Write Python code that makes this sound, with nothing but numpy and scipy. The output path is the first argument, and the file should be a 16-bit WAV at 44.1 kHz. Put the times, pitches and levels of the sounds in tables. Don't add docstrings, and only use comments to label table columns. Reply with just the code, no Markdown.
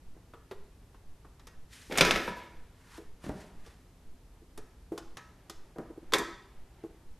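import sys
import numpy as np
from scipy import signal
from scipy.fft import rfft, irfft, next_fast_len
from scipy.io import wavfile
from scipy.ndimage import map_coordinates

SR = 44100
rng = np.random.default_rng(int(sys.argv[2]) if len(sys.argv) > 2 else 0)


def persist_wave(psi):
    counts = np.round(np.clip(psi, -1, 1) * 32767).astype(np.int16)
    wavfile.write(sys.argv[1], SR, np.atleast_2d(counts).T)


N = 317368
TIME = np.arange(N) / SR
AGE = np.arange(SR * 3 // 4) / SR

# f/Hz, relative level/dB, t60/s
DECK_MODES = [(795, -11.5, 0.39), (983, -4.5, 0.51), (1074.4, -7, 0.19), (1297, -4.5, 0.52),
              (1367, -6, 0.23), (1529, -5.5, 0.32), (1718, -1.5, 0.46), (1791, 0.5, 0.15), (1879, -4, 0.4),
              (1946, -5, 0.084), (2200, -2, 0.18), (2130, -7, 0.25), (2450, -5, 0.21), (2716, -7.5, 0.22),
              (3150, -15, .1), (3100, -15.5, 0.092), (4030, -10.5, 0.17), (5950, -13, .14)]
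# f/Hz, relative level/dB, t60/s
CASE_MODES = [(137, -8.5, 0.2996), (172, 8, 0.14), (201, -4.5, .35), (261.4, 0.5, 0.44), (333.7, 4.5, 0.41),
              (420, 0.5, 0.23), (575, -2, .35)]
# f/Hz, level/dB per Hz
CLACK_SPECTRUM = [(240, -34), (400, -8), (563, -2.5), (850, -10.5), (995, -11.5), (1500, -6.5), (1780, -5),
                  (2000, -10.5), (2180, -2.5), (2810, -9.5), (3380, -7.5), (4620, -13), (5410, -11.5),
                  (12000, -31.5), (15600, -62.5), (22000, -120)]
# f/Hz, level/dB per Hz
SNAP_SPECTRUM = [(2500, -33.5), (5000, 0), (7000, 0.5), (10000, -2), (13500, -7.5)]
# f/Hz, level/dB per Hz
TAP_SPECTRUM = [(120, -17), (200, -5), (400, 4.5), (620, -7), (850, -6.5), (1200, -34.5)]
# f/Hz, level/dB per Hz
PAT_SPECTRUM = [(90, -36), (170, 8), (350, 6.5), (750, 3.5), (1300, -6), (2200, -18), (6000, -74),
                (13000, -52)]
# f/Hz, level/dB per Hz
PUSH_SPECTRUM = [(30, -6.5), (50, 4.5), (90, -9.5), (120, -6), (170, 6), (250, 0.5), (330, -14.5),
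                 (600, -44)]


def amp(db):
    return 10 ** (np.asarray(db) / 20)


def unit(x):
    return x / np.sqrt(np.mean(x ** 2) + 1e-20)


def along(points, hz):
    f, v = np.transpose(points)
    return np.interp(np.log(hz + 1), np.log(f + 1), v)


def wobble(rate):
    knots = rng.standard_normal(int(N * rate / SR) + 4)
    return map_coordinates(knots, [TIME * rate])


def noise(spectrum, size=len(AGE)):
    m = next_fast_len(size)
    shape = amp(along(spectrum, np.fft.rfftfreq(m, 1 / SR)))
    white = rng.standard_normal(m)
    return unit(irfft(rfft(white) * shape, m)[:size])


def fade(t60, t=AGE):
    return np.exp(-np.log(1000) * t / np.maximum(t60, 1e-3))


def burst(spectrum, t60):
    return noise(spectrum) * fade(t60)


def ring(modes, scatter_db, buzz=0.014):
    hz, db, t60 = np.transpose(modes)[:, :, None]
    gain = amp(db + scatter_db * rng.standard_normal(hz.shape))
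    gain = gain * rng.choice([-1, 1], hz.shape)
    walk = np.cumsum(rng.standard_normal(len(AGE)))
    drift = np.sqrt(2 * np.pi * buzz * hz / SR) * walk
    partials = gain * np.sin(2 * np.pi * hz * AGE + drift) * fade(t60)
    return np.sum(partials, axis=0) / np.linalg.norm(gain)


def swell(rise_s):
    return 1 - np.exp(-AGE / rise_s)


def stroke(start_s, end_s, rise_s, release_s):
    early = np.maximum(start_s - TIME, 0)
    late = np.maximum(TIME - end_s, 0)
    return amp(-20 * (early / rise_s + late / release_s))


def soften(x, cut_hz):
    return signal.sosfilt(signal.butter(2, cut_hz, fs=SR, output="sos"), x)


def edge_of(contact_hz):
    db_per_octave = 14.5
    return db_per_octave * np.log2(contact_hz / 10000)


def in_room(x, wet_db):
    # f/Hz, t60/s
    decay = [(100, 0.62), (400, 0.7), (1000, 0.65), (2000, 0.59), (5000, 0.59), (12000, 0.37)]
    # f/Hz, relative level/dB
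    returns = [(100, -4.5), (500, -1.5), (1900, 3), (3000, -1.5), (6000, 1), (13000, -3.5)]
    hz, t, z = signal.stft(rng.standard_normal(SR), SR, nperseg=256)
    z = z * fade(along(decay, hz)[:, None], t) * amp(along(returns, hz))[:, None]
    tail = signal.istft(z, SR, nperseg=256)[1]
    tail *= 1 - np.exp(-np.arange(len(tail)) / SR / 0.0049)
    out = amp(wet_db) * signal.fftconvolve(x, tail / np.linalg.norm(tail))
    out[:len(x)] += x
    return out


def add(track, s, x):
    part = track[round(s * SR):][:len(x)]
    part += x[:len(part)]


def room_air():
    # f/Hz, level/dB per Hz
    air_spectrum = [(12, -34), (20, -4), (49, -0.5), (148, -12.5), (179, -12), (206, -19.5), (249, -13.5),
                    (302, -18.5), (443, -22.5), (809, -28), (879, -27.5), (1520, -33), (2930, -36.5),
                    (12900, -42.5), (14000, -54.5)]
    return amp(-57.0) * noise(air_spectrum, size=N)


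def side_hiss():
    return amp(-74.5) * noise([(50, 7.0), (500, 6.0), (13000, -2.5)], size=N)


def motor(first_s=0.103, period_s=0.5, width_s=0.044):
    # f/Hz, rms level/dB
    hum_tones = [(60, -71), (120, -76), (177.6, -76.5), (446.8, -83)]
    # f/Hz, level/dB per Hz
    gear_spectrum = [(120, -40.5), (200, -15.5), (308, -9.5), (382, 1), (486, -12.5), (880, -5),
                     (1050, -14), (1750, -14), (3000, -20.5), (5000, -29), (6500, -52.5), (11000, -120)]
    # start t/s, end t/s, level/dB before the trim below
    loads = [(3.4, 3.5, -63.5), (5.3, 6.801, -65.5)]
    idle_db, trim_db = -73, -2.5
    rise_s, release_s = 0.7, 0.57

    hum = np.zeros(N)
    for hz, db in hum_tones:
        level = amp(db + 2 * wobble(2.8)) * np.sqrt(2)
        hum += level * np.sin(2 * np.pi * hz * TIME + 0.37 * wobble(2.1))

    flutter = amp(1.5 * wobble(18))
    load = np.zeros(N)
    for start_s, end_s, db in loads:
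        load += amp(db) * stroke(start_s, end_s, rise_s, release_s)
    effort = np.hypot(amp(idle_db), load)
    gears = amp(trim_db) * effort * unit(noise(gear_spectrum, size=N) * flutter)

    from_bump = (TIME - first_s + period_s / 2) % period_s - period_s / 2
    bump = np.exp(-(from_bump / width_s) ** 4)
    return hum + gears + amp(-42.0) * bump


def knocks():
    # t/s, level/dB, hardness/dB, time until the finger damps it/s
    bumps = [(0.166, -49, -3, 0.015), (2.533, -51, 0, .015), (2.981, -36.5, -9.5, 0.096),
             (4.420, -50, -20, 0.029), (4.583, -39.5, -9, 0.022), (4.919, -25, -15, 0.06),
             (5.760, -37, -4, 0.016), (5.785, -28.5, -4, 0.014), (5.803, -32, -20.5, 0.029),
             (5.902, -36, -27, 0.015), (5.976, -34, -32, 0.014), (6.029, -42, -12, 0.016),
             (6.838, -31.5, -18, 0.012), (6.847, -32.5, -21.5, 0.033)]
    # f/Hz, relative level/dB, t60/s
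    shell_modes = [(331.4, 4, 0.13), (416, -8.5, 0.31), (466.7, -5.5, 0.22), (640, -10, 0.038)]
    out = np.zeros(N)
    for s, db, hard_db, hold_s in bumps:
        damping = np.exp(-(AGE / hold_s) ** 4)
        shell = amp(-1.5) * ring(shell_modes, scatter_db=1.5, buzz=0.0035)
        shell += amp(-20.5) * burst(TAP_SPECTRUM, t60=0.48)
        jolt = amp(hard_db - 13.5) * burst(PUSH_SPECTRUM, t60=0.16)
        pat = amp(hard_db - 3.5) * burst(PAT_SPECTRUM, t60=0.093)
        body = (shell * damping + jolt) * swell(0.00072)
        add(out, s, amp(db) * in_room(body, wet_db=-13))
        add(out, s, amp(db) * in_room(pat, wet_db=-6.5))
    return out


def ticks():
    # t/s, level/dB, thump balance/dB, contact cut-off f/Hz, deck ring/dB
    catches = [(0.336, -38.5, -8.5, 1600, -19), (.511, -34.5, -2.5, 2700, -37),
               (.944, -47.5, -6, 1650, -30), (1.248, -46.5, -7, 1450, -30), (1.395, -51, -16, 6000, -13),
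               (1.47, -45, -9, 10840, -13), (3.663, -49, -1, 7000, -34), (4.576, -46, 4, 12800, -10.5),
               (4.977, -37.5, -2.5, 10200, -30), (5.170, -36, -14, 7600, -10.5),
               (5.497, -37.5, -5.5, 10900, -27)]
    # f/Hz, level/dB per Hz
    click_spectrum = [(300, -10.5), (550, -11.5), (1100, 3.5), (1800, -6.5), (2200, -9.5), (2900, -7.5),
                      (3400, -4), (4300, -7.5), (7000, -9.5), (13000, -62)]
    out = np.zeros(N)
    for s, db, thump_db, contact_hz, ring_db in catches:
        click = amp(-4) * burst(click_spectrum, t60=0.076)
        click += amp(ring_db) * ring(DECK_MODES, scatter_db=2.0)
        edge = amp(edge_of(contact_hz) - 6) * burst(SNAP_SPECTRUM, t60=0.048)
        body = amp(thump_db + 1) * burst(TAP_SPECTRUM, t60=0.092) * swell(0.0023)
        tick = (soften(click, contact_hz) + edge + body) * swell(0.00035)
        add(out, s, amp(db) * in_room(tick, wet_db=-11.0))
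    return out


def sitter():
    # t of fastest motion/s, level/dB, 20 dB rise/s, 20 dB release/s, lowest f/Hz
    slides = [(1.732, -54, 0.041, .5, 2196), (2.975, -53.5, 0.21, 0.11, 700),
              (3.241, -52.5, 0.031, 0.22, 700), (3.404, -57, 0.086, 0.17, 1200),
              (3.67, -60.5, 0.12, 0.19, 1000)]
    # t/s, level/dB, hardness/dB
    thuds = [(3.242, -36, -8), (3.265, -29.5, -9), (3.294, -25, -5), (3.355, -38.5, -18)]
    # f/Hz, level/dB per Hz
    cloth_spectrum = [(530, -31.5), (900, 2.5), (1230, -1.5), (1830, 0.5), (2390, -6.5), (2740, -6.5),
                      (10600, -15), (13100, -21.5), (14000, -45.5)]
    board_spectrum = [(24, -36), (40, -1), (108, -13), (151, 2), (264, -6.5), (297, -5), (334, -6.5),
                      (412, -7), (900, -34), (1170, -45), (1980, -120)]
    # f/Hz, relative level/dB, t60/s
    joist_modes = [(165, -1, 1), (181, -1, 0.99), (204.5, 7, 0.4)]
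    out = np.zeros(N)
    for s, db, rise_s, release_s, low_hz in slides:
        highpass = signal.butter(2, low_hz, "highpass", fs=SR, output="sos")
        rub = signal.sosfilt(highpass, noise(cloth_spectrum, size=N))
        rub = unit(rub * amp(1.4 * wobble(90)))
        out += amp(db) * stroke(s, s, rise_s, release_s) * rub
    for s, db, hard_db in thuds:
        thud = amp(-6.5) * burst(board_spectrum, t60=0.16)
        thud += amp(hard_db - 4) * burst(PAT_SPECTRUM, t60=0.066)
        boom = amp(-18.0) * ring(joist_modes, scatter_db=1.0)
        add(out, s, amp(db) * in_room(thud + boom, wet_db=-5.0))
    return out


def drop():
    # t/s, level/dB, thump balance/dB, contact cut-off f/Hz
    slaps = [(1.898, -37.5, -1.5, 900), (1.912, -27.5, -10, 2000), (1.923, -26.5, -7, 7150),
             (1.956, -26, -10, 3500), (1.975, -18.5, -20, 14000), (1.984, -10.5, -18, 8000),
             (2.009, -2.5, -21, 6500), (2.050, -15, -13.5, 7500), (2.071, -20.5, -6.5, 4000),
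             (2.109, -11, -21, 7000), (2.159, -17.5, -13, 4970), (2.278, -12.5, -22.5, 850)]
    out = np.zeros(N)
    for s, db, thump_db, contact_hz in slaps:
        clack = amp(-6) * burst(CLACK_SPECTRUM, t60=0.024)
        clack += amp(-13.0) * burst(CLACK_SPECTRUM, t60=0.075)
        deck = amp(-18.5) * ring(DECK_MODES, scatter_db=6.0)
        edge = amp(edge_of(contact_hz) - 14.5) * burst(SNAP_SPECTRUM, t60=0.054)
        case = amp(thump_db - 7.5) * ring(CASE_MODES, scatter_db=3)
        case += amp(thump_db + 1) * burst(TAP_SPECTRUM, t60=0.11)
        push = amp(-22.5) * burst(PUSH_SPECTRUM, t60=0.17)
        slap = soften(clack + deck, contact_hz) + edge + (case + push) * swell(0.004)
        add(out, s, amp(db) * in_room(slap, wet_db=-9))
    return out


def rattle():
    # f/Hz, level/dB per Hz
    flex_spectrum = [(20, -3.5), (45, 7.5), (90, -4), (170, -3), (500, 1), (1200, -21.5)]
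    slip_s, land_s = 1.905, 2.03
    rise_s, settle_s = 0.17, 0.31
    chatter = unit(noise(CLACK_SPECTRUM, size=N) * amp(4.4 * wobble(160)))
    flap = amp(-2.5) * unit(noise(flex_spectrum, size=N) * amp(3.6 * wobble(40)))
    pressure = (TIME > slip_s) * stroke(land_s, land_s, rise_s, settle_s)
    contact = amp(-34.5) * pressure * (soften(chatter, cut_hz=4000) + flap)
    return in_room(contact, wet_db=-5)[:N]


def lever():
    # t/s, level/dB, thump balance/dB, brightness/dB
    blows = [(6.123, -28, 3.5, -10), (6.1359, -7.5, -10.5, -19.5), (6.184, -25, -1.5, 1.5),
             (6.205, -42.5, 13.5, -12), (6.275, -48, 11, -15)]
    # f/Hz, level/dB per Hz
    steel_spectrum = [(200, -31), (450, 1), (750, -16), (1050, 6), (1400, -3), (1850, 0.5), (2300, -4),
                      (2900, -16), (3400, 3), (4000, -3.5), (4800, -8), (6200, -10), (9000, -15),
                      (13000, -21)]
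    case_lag_s = 0.0046
    out = np.zeros(N)
    for s, db, thump_db, bright_db in blows:
        crack = amp(-7.0) * burst(steel_spectrum, t60=0.013)
        crack += amp(bright_db - 11.5) * burst(SNAP_SPECTRUM, t60=0.058)
        clank = amp(-11.0) * burst(steel_spectrum, t60=0.078)
        clank += amp(-18.0) * ring(DECK_MODES, scatter_db=1.5)
        case = amp(thump_db - 11.0) * ring(CASE_MODES, scatter_db=8.5)
        case += amp(thump_db - 3.5) * burst(TAP_SPECTRUM, t60=0.11)
        add(out, s, amp(db) * in_room(crack + clank, wet_db=-12))
        add(out, s + case_lag_s, amp(db) * in_room(case * swell(0.0045), wet_db=-17.0))
    return out


def scene():
    mid = room_air() + motor() + knocks() + ticks() + sitter() + drop() + rattle() + lever()
    side = side_hiss()
    return np.array([mid + side, mid - side])


def record(dry):
    overload = 0.75
    top_hz = 13550
    held = dry / (1 + (dry / overload) ** 4) ** (1 / 4)
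    m = next_fast_len(N + SR // 2)
    above_hz = np.fft.rfftfreq(m, 1 / SR) - top_hz
    keep = amp(-np.clip(above_hz / 15, 0, 100))
    return irfft(rfft(held, m) * keep, m)[:, :N]


dry = scene()
out = record(dry)
persist_wave(out)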